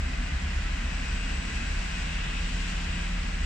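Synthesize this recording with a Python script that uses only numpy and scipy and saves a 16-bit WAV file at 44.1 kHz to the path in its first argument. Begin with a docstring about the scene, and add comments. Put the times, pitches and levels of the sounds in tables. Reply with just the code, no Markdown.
"""A diesel engine idles close by a station platform while two diesel locomotives draw away.
The idler is a harmonic sum on one unsteady firing rate: a deep throb that rises and falls in level.
The far exhausts drone as wavering sines, throb and chug as short tone bursts, and rumble as shaped noise.
Their machinery is filtered noise: a roar smeared by reflections, narrow resonances, and a hiss
with a faint turbocharger whistle."""
import sys
import numpy as np
from scipy import signal
from scipy.fft import rfft, irfft
from scipy.io import wavfile
from scipy.ndimage import map_coordinates

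SR = 44100
rng = np.random.default_rng(int(sys.argv[2]) if len(sys.argv) > 2 else 0)


def store_wav(level_fs):
    """Save 16-bit WAV to argv[1]."""
    pcm = np.round(np.clip(np.atleast_2d(level_fs), -1, 1) * 32767)
    wavfile.write(sys.argv[1], SR, pcm.T.astype(np.int16))


N = 152145

# firing rate of the engine under load: t/s, f/Hz
FIRING = [(0, 169), (.4, 172), (.75, 178), (1.1, 176), (2.0, 175.5), (2.3, 172.5), (2.65, 175),
          (3.45, 176.5)]
# phase lag of the right channel: f/Hz, lag/rad
RIGHT_LAG = [(40, 0), (150, 0.54), (260, 0.084), (700, 0.077), (1500, 0.16), (2400, 1), (3600, 0.77),
             (5200, 0.5), (7700, 0.26), (9500, 0.003)]


def idler():
    """Harmonic synthesis: partials locked to one unsteady firing rate share one wavering level."""
    # partials as multiples of the firing rate
    orders = [2 / 3, 1, 3, 5, 7]
    # their relative levels: level/dB
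    order_db = [-11, 0, -26.5, -22, -31]
    # level of the partial at the firing rate: t/s, level/dB
    idle_db = [(0, -28.5), (.12, -36.5), (.2, -28), (.3, -38), (.65, -30), (.95, -32.5), (1.28, -29.5),
               (1.47, -36), (1.78, -28), (1.88, -37.5), (2.02, -32), (2.32, -32.5), (2.44, -31), (2.9, -34),
               (3.05, -31), (3.45, -32)]
    firing_hz = 39.9 * (1 + 0.0041 * walk(4.6))
    waver_db = 0.14 * walk(7)
    strength = undb(curve(idle_db) + waver_db)
    partials = sum(undb(db) * np.sin(turn(order * firing_hz)) for order, db in zip(orders, order_db))
    return strength * np.sqrt(2) * partials


def exhausts():
    """Pulsed gas flow: periodic firing gives tones, single surges give bursts, turbulence gives rumble."""
    # level of the firing tone: t/s, level/dB
    firing_db = [(0, -50.5), (.42, -43), (.72, -52), (1.2, -47), (1.55, -45), (1.75, -49.5), (1.93, -41.5),
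                 (2.1, -51), (2.4, -46), (2.85, -41.5), (3.45, -44.5)]
    # soft, sustained boom: t/s, f/Hz, level/dB
    boom = [(0, 69.04, -37), (.75, 71.25, -41), (1.4, 73.1, -42), (2.0, 74.5, -43), (3.0, 74.07, -41.5),
            (3.45, 73.5, -40)]
    # lower tone that briefly joins the drone and sinks: t/s, f/Hz, level/dB
    sag = [(1.951, 167.7, -81), (2.12, 164.1, -40), (2.3, 160.7, -54), (2.5, 158, -51)]
    # deep throbs: t/s, length/s, f/Hz, level/dB
    throbs = [(.035, 0.054, 66, -30), (.175, 0.034, 62.2, -30), (.34, 0.042, 66.24, -29.5),
              (.46, .04, 69.74, -28.5), (.57, 0.034, 68, -30), (.74, 0.043, 66, -28.5),
              (.86, 0.037, 63, -29), (1.11, .06, 62, -33), (1.39, 0.055, 66.7, -32.5),
              (1.55, .04, 66.1, -33), (1.71, .08, 71, -36), (2.0, 0.055, 65.9, -35),
              (2.15, .05, 68.1, -36.5), (2.42, .05, 70.5, -34), (2.91, 0.07, 71.3, -35),
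              (3.31, 0.042, 68, -43), (3.44, 0.049, 69.25, -30.5)]
    # higher, hollow chugs: t/s, length/s, f/Hz, level/dB
    chugs = [(.09, 0.023, 248.5, -45), (.21, 0.054, 241, -43.5), (.48, 0.035, 230, -49.5),
             (.84, 0.04, 241, -42), (1.0, 0.063, 256.5, -47), (1.27, 0.042, 247, -47),
             (1.45, .07, 245, -47), (1.61, 0.061, 228, -45), (1.97, 0.043, 228, -51),
             (2.35, 0.024, 238, -43.5), (2.55, 0.046, 258.3, -48.5), (3.25, .04, 246, -49.5)]
    # relative spectrum of the rumble: f/Hz, density level/dB
    rumble_spectrum = [(8, -20), (20, -8.5), (34, -3), (45, 1), (53, 1.5), (64, -1), (77, -3.5), (85, -8),
                       (108, -11.5), (135, -11), (170, -10), (200, -9), (218, -15), (242, -11), (290, -17),
                       (370, -26), (600, -38)]
    # level of the rumble: t/s, level/dB
    rumble_db = [(0, -37.5), (.9, -38.5), (1.6, -37.5), (2.4, -38.5), (2.8, -38.5), (3.45, -38)]

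    first = drone(curve(FIRING), curve(firing_db), wander=0.0034, waver_db=1.3)
    second = drone(134.4, -51.5, wander=0.00045, waver_db=3.0)  # the second locomotive: Hz, dB
    tones = first + second
    for tone in (boom, sag):
        tones = tones + drone(curve(tone), curve(tone, axis=2), wander=0.0066, waver_db=2)
    beats = surges(throbs, wander=0.027) + surges(chugs, wander=0.0248)
    rumble = undb(curve(rumble_db)) * outdoors(colour(rumble_spectrum))
    return tones + beats + rumble


def drone(hz, db, wander, waver_db):
    """Frequency and amplitude modulation by slow chance: a sine unsteady in pitch (share) and level (dB)."""
    strength = undb(db + waver_db * walk(15))
    unsteady_hz = hz * (1 + wander * walk(8.3))
    return np.sqrt(2) * strength * np.sin(turn(unsteady_hz))


def surges(table, wander):
    """Tone bursts: each surge of gas is a sine under a rounded envelope, all bent in pitch together."""
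    bend = 1 + wander * walk(13.5)
    total = 0
    for when, length, hz, db in table:
        total = total + undb(db) * swell(when, length) * np.sin(turn(hz * bend))
    return np.sqrt(2) * total


def swell(when, length):
    """Gaussian envelope: a rounded rise and fall, `length` s wide at half power."""
    return 2 ** (-2 * ((np.arange(N) / SR - when) / length) ** 2)


def machinery():
    """Amplitude modulation at the firing rate: roar and rush pulse faintly, with resonances among them."""
    # relative spectra of the roar and of the sharper rush above it: f/Hz, density level/dB
    roar_spectrum = [(330, -5), (387, -11), (520, -10), (660, -7), (880, -8), (1080, -5), (1230, -5.5),
                     (1500, -.5), (1740, -2.5), (1950, 0), (2250, -3), (2450, -4)]
    rush_spectrum = [(2500, -1), (2860, -0.5), (3150, -2), (3400, -6), (3700, -7), (4100, -13.5)]
    # their levels: t/s, level/dB
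    roar_db = [(0, -42.5), (.6, -43), (.88, -42), (1.02, -42.5), (1.8, -42), (2.45, -42.5), (2.65, -42.5),
               (3.45, -43)]
    rush_db = [(0, -48), (.65, -47), (1.05, -47), (1.2, -45.5), (1.6, -46), (2.05, -44.5), (2.25, -43),
               (2.55, -44), (2.85, -44.5), (3.45, -47)]
    # narrow resonances: f/Hz, width/Hz, level/dB, left minus right/dB
    resonances = [(447, 19, -64.5, 9.5), (1524, 60, -58.5, 2), (1583, 36, -58.5, 5), (1650, 8, -57.5, -9),
                  (1957, 110, -56, -11), (2290, 30, -63, 1), (2524, 16, -57, 2), (2585, 83, -54, 10),
                  (2798, 52, -53.5, 2.5), (3490, 21, -69.5, -18), (3910, 100, -62, 9), (5585, 27, -77, 4)]
    # added gain of the resonances as the engines take the load: t/s, level/dB
    ring_swell_db = [(0, -3.5), (.8, 0), (1.5, 2.8), (2.7, -0.1), (3.45, -0.5)]

    roar = undb(curve(roar_db)) * outdoors(colour(roar_spectrum))
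    rush = undb(curve(rush_db)) * outdoors(colour(rush_spectrum))
    pulse = 1 + 0.093 * np.sin(turn(curve(FIRING)))
    flicker = undb(0.3 * walk(3.5))  # spread in dB
    rings = sum(undb(db) * ringing(hz, width, pan_db) for hz, width, db, pan_db in resonances)
    return pulse * flicker * reflected(roar + rush) + undb(curve(ring_swell_db)) * rings


def hiss():
    """Broadband flow noise, with a turbocharger whistle as noise in one narrow resonance."""
    # relative spectrum of the hiss: f/Hz, density level/dB
    hiss_spectrum = [(4000, -1.5), (4260, -1.5), (4540, 0.5), (5850, -1.5), (6200, -3.5), (6600, -4.5),
                     (6800, -2.5), (7000, -5), (7350, -1.5), (7850, -5), (8350, -9.5), (9400, -14),
                     (10300, -26.5), (12000, -29.5), (15200, -36)]
    # levels of the hiss and of the whistle: t/s, level/dB
    hiss_db = [(0, -52), (.4, -51), (.75, -50.5), (1.45, -49.3), (2.0, -48.5), (2.25, -50.5), (2.55, -47.5),
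               (2.8, -48.5), (3.15, -50.5), (3.45, -50.5)]
    turbo_db = [(0, -63), (.7, -73), (1.3, -55.5), (2.0, -61), (2.25, -63), (2.6, -66), (3.45, -60)]
    flicker_db = 0.5 * walk(13)
    air = undb(curve(hiss_db) + flicker_db) * reflected(outdoors(colour(hiss_spectrum)))
    whistle = undb(curve(turbo_db)) * ringing(7840, width=120, pan_db=8.5)
    return air + whistle


def ringing(hz, width, pan_db):
    """Resonance driven by noise: a narrow band (Hz) drifts in pitch and wavers in level, later on the right."""
    gain = 1 / (1 + ((bins() - hz) / width * np.sqrt(2)) ** 2)
    drift_hz = hz * 0.003 * walk(1.464)
    # turning the analytic signal shifts its frequency
    shifted = (signal.hilbert(noise(gain)) * np.exp(1j * turn(drift_hz))).real
    left = unit(shifted * undb(2.1 * walk(2.7)))  # level spread in dB
    right = irfft(rfft(left) * np.exp(-1j * across(RIGHT_LAG)), N)
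    return pan(pan_db) * np.array([left, right])


def reflected(pair):
    """Comb filtering: late copies interfere with the direct sound, and the comb slides as the trains move."""
    # reflections from the ground and the walls: delay/ms, change of delay/(ms per s), level/dB
    reflections = [(3.303, -0.067, -35.5), (13.454, 0.126, -14), (24.35, -0.153, -16.5)]
    t = np.arange(N) / SR
    out = pair
    for ms, drift, db in reflections:
        delay = (ms + drift * t) / 1000
        place = (t - delay) * SR
        copies = [map_coordinates(channel, [place], mode="mirror") for channel in pair]
        out = out + undb(db) * np.array(copies)
    return out * np.std(pair) / np.std(out)  # the overall level stays


def outdoors(gain):
    """Spatial coherence: noise alike in the bass, loosely related above, a little later on the right."""
    # likeness of the two channels before the lag: f/Hz, correlation
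    likeness = [(40, .999), (80, 1), (170, 0.85), (270, 0.89), (420, 0.11), (750, -0.52), (1000, -0.32),
                (1250, 0.32), (1530, 0.44), (1850, 0.3), (2500, 0.12), (3300, 0.58), (4300, -0.18),
                (5100, 0.3), (6000, -0.034), (7800, 0.18), (9000, .4), (12000, 0.2)]
    # balance: f/Hz, left minus right/dB
    tilt = [(200, 0), (400, 0.5), (700, -2.5), (1300, -0.5), (2000, 0.5), (2600, 5), (3200, 2.5), (3900, 1),
            (4500, 3), (5500, 4.5), (6300, 0), (7600, 3.5), (8150, -1), (8900, -2.5), (11000, 0.5)]
    alike = np.clip(across(likeness), -.9, .9995)
    mid, side = rfft(rng.standard_normal((2, N))) * gain
    side = side * np.sqrt((1 - alike) / (1 + alike))  # side-to-mid ratio sets the correlation
    lag = np.exp(-1j * across(RIGHT_LAG))
    spectra = np.array([mid + side, (mid - side) * lag])
    pair = irfft(spectra * pan(across(tilt)), N)
    return pair / np.std(pair.mean(axis=0))


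def pan(db):
    """Interaural level difference: left and right gains, half the difference each."""
    return undb(np.array([[1], [-1]]) * db / 2)


def turn(hz):
    """Phase is the integral of frequency, from a random start."""
    return 2 * np.pi * (np.cumsum(hz) / SR + rng.random())


def walk(rate):
    """Low-pass random modulation: slow chance of spread 1, with a Gaussian spectrum `rate` Hz wide."""
    gain = np.exp(-.5 * np.minimum(bins() / rate, 20) ** 2)
    return noise(gain * (np.arange(N // 2 + 1) > 0))  # no constant part


def noise(gain):
    """Spectral shaping: white noise filtered by a gain per bin, scaled to rms 1."""
    return unit(irfft(rfft(rng.standard_normal(N)) * gain, N))


def colour(table):
    """Band limiting: gain for a spectrum table, falling 72 dB per octave more beyond its ends."""
    f = bins()
    edges = np.minimum(f / table[0][0], table[-1][0] / f)
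    return undb(across(table)) * np.minimum(1, edges) ** 12


def across(table):
    """Logarithmic frequency scale: a table joined by straight lines over log frequency."""
    rows = np.array(table, float)
    return np.interp(np.log(bins()), np.log(rows[:, 0]), rows[:, 1])


def bins():
    """Discrete spectrum: frequency of each bin in Hz, at least 1."""
    return np.maximum(np.arange(N // 2 + 1) * SR / N, 1)


def curve(table, axis=1):
    """Linear interpolation: one column of a table joined by straight lines in time."""
    rows = np.array(table, float)
    return np.interp(np.arange(N) / SR, rows[:, 0], rows[:, axis])


def unit(x):
    """Power normalisation: scale to rms 1."""
    return x / np.sqrt(np.mean(x ** 2))


def undb(db):
    """Level to amplitude: 20 dB is a factor of ten."""
    return 10 ** (np.asarray(db) / 20)


def scene():
    """Superposition: the near idler and the departing locomotives add."""
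    return idler() + exhausts() + machinery() + hiss()


def record(dry):
    """Low-pass filtering: a steep elliptic filter cuts the top above 15.2 kHz."""
    return signal.sosfilt(signal.ellip(8, .2, 70, 15200, fs=SR, output="sos"), dry)


dry = scene()
out = record(dry)
store_wav(out)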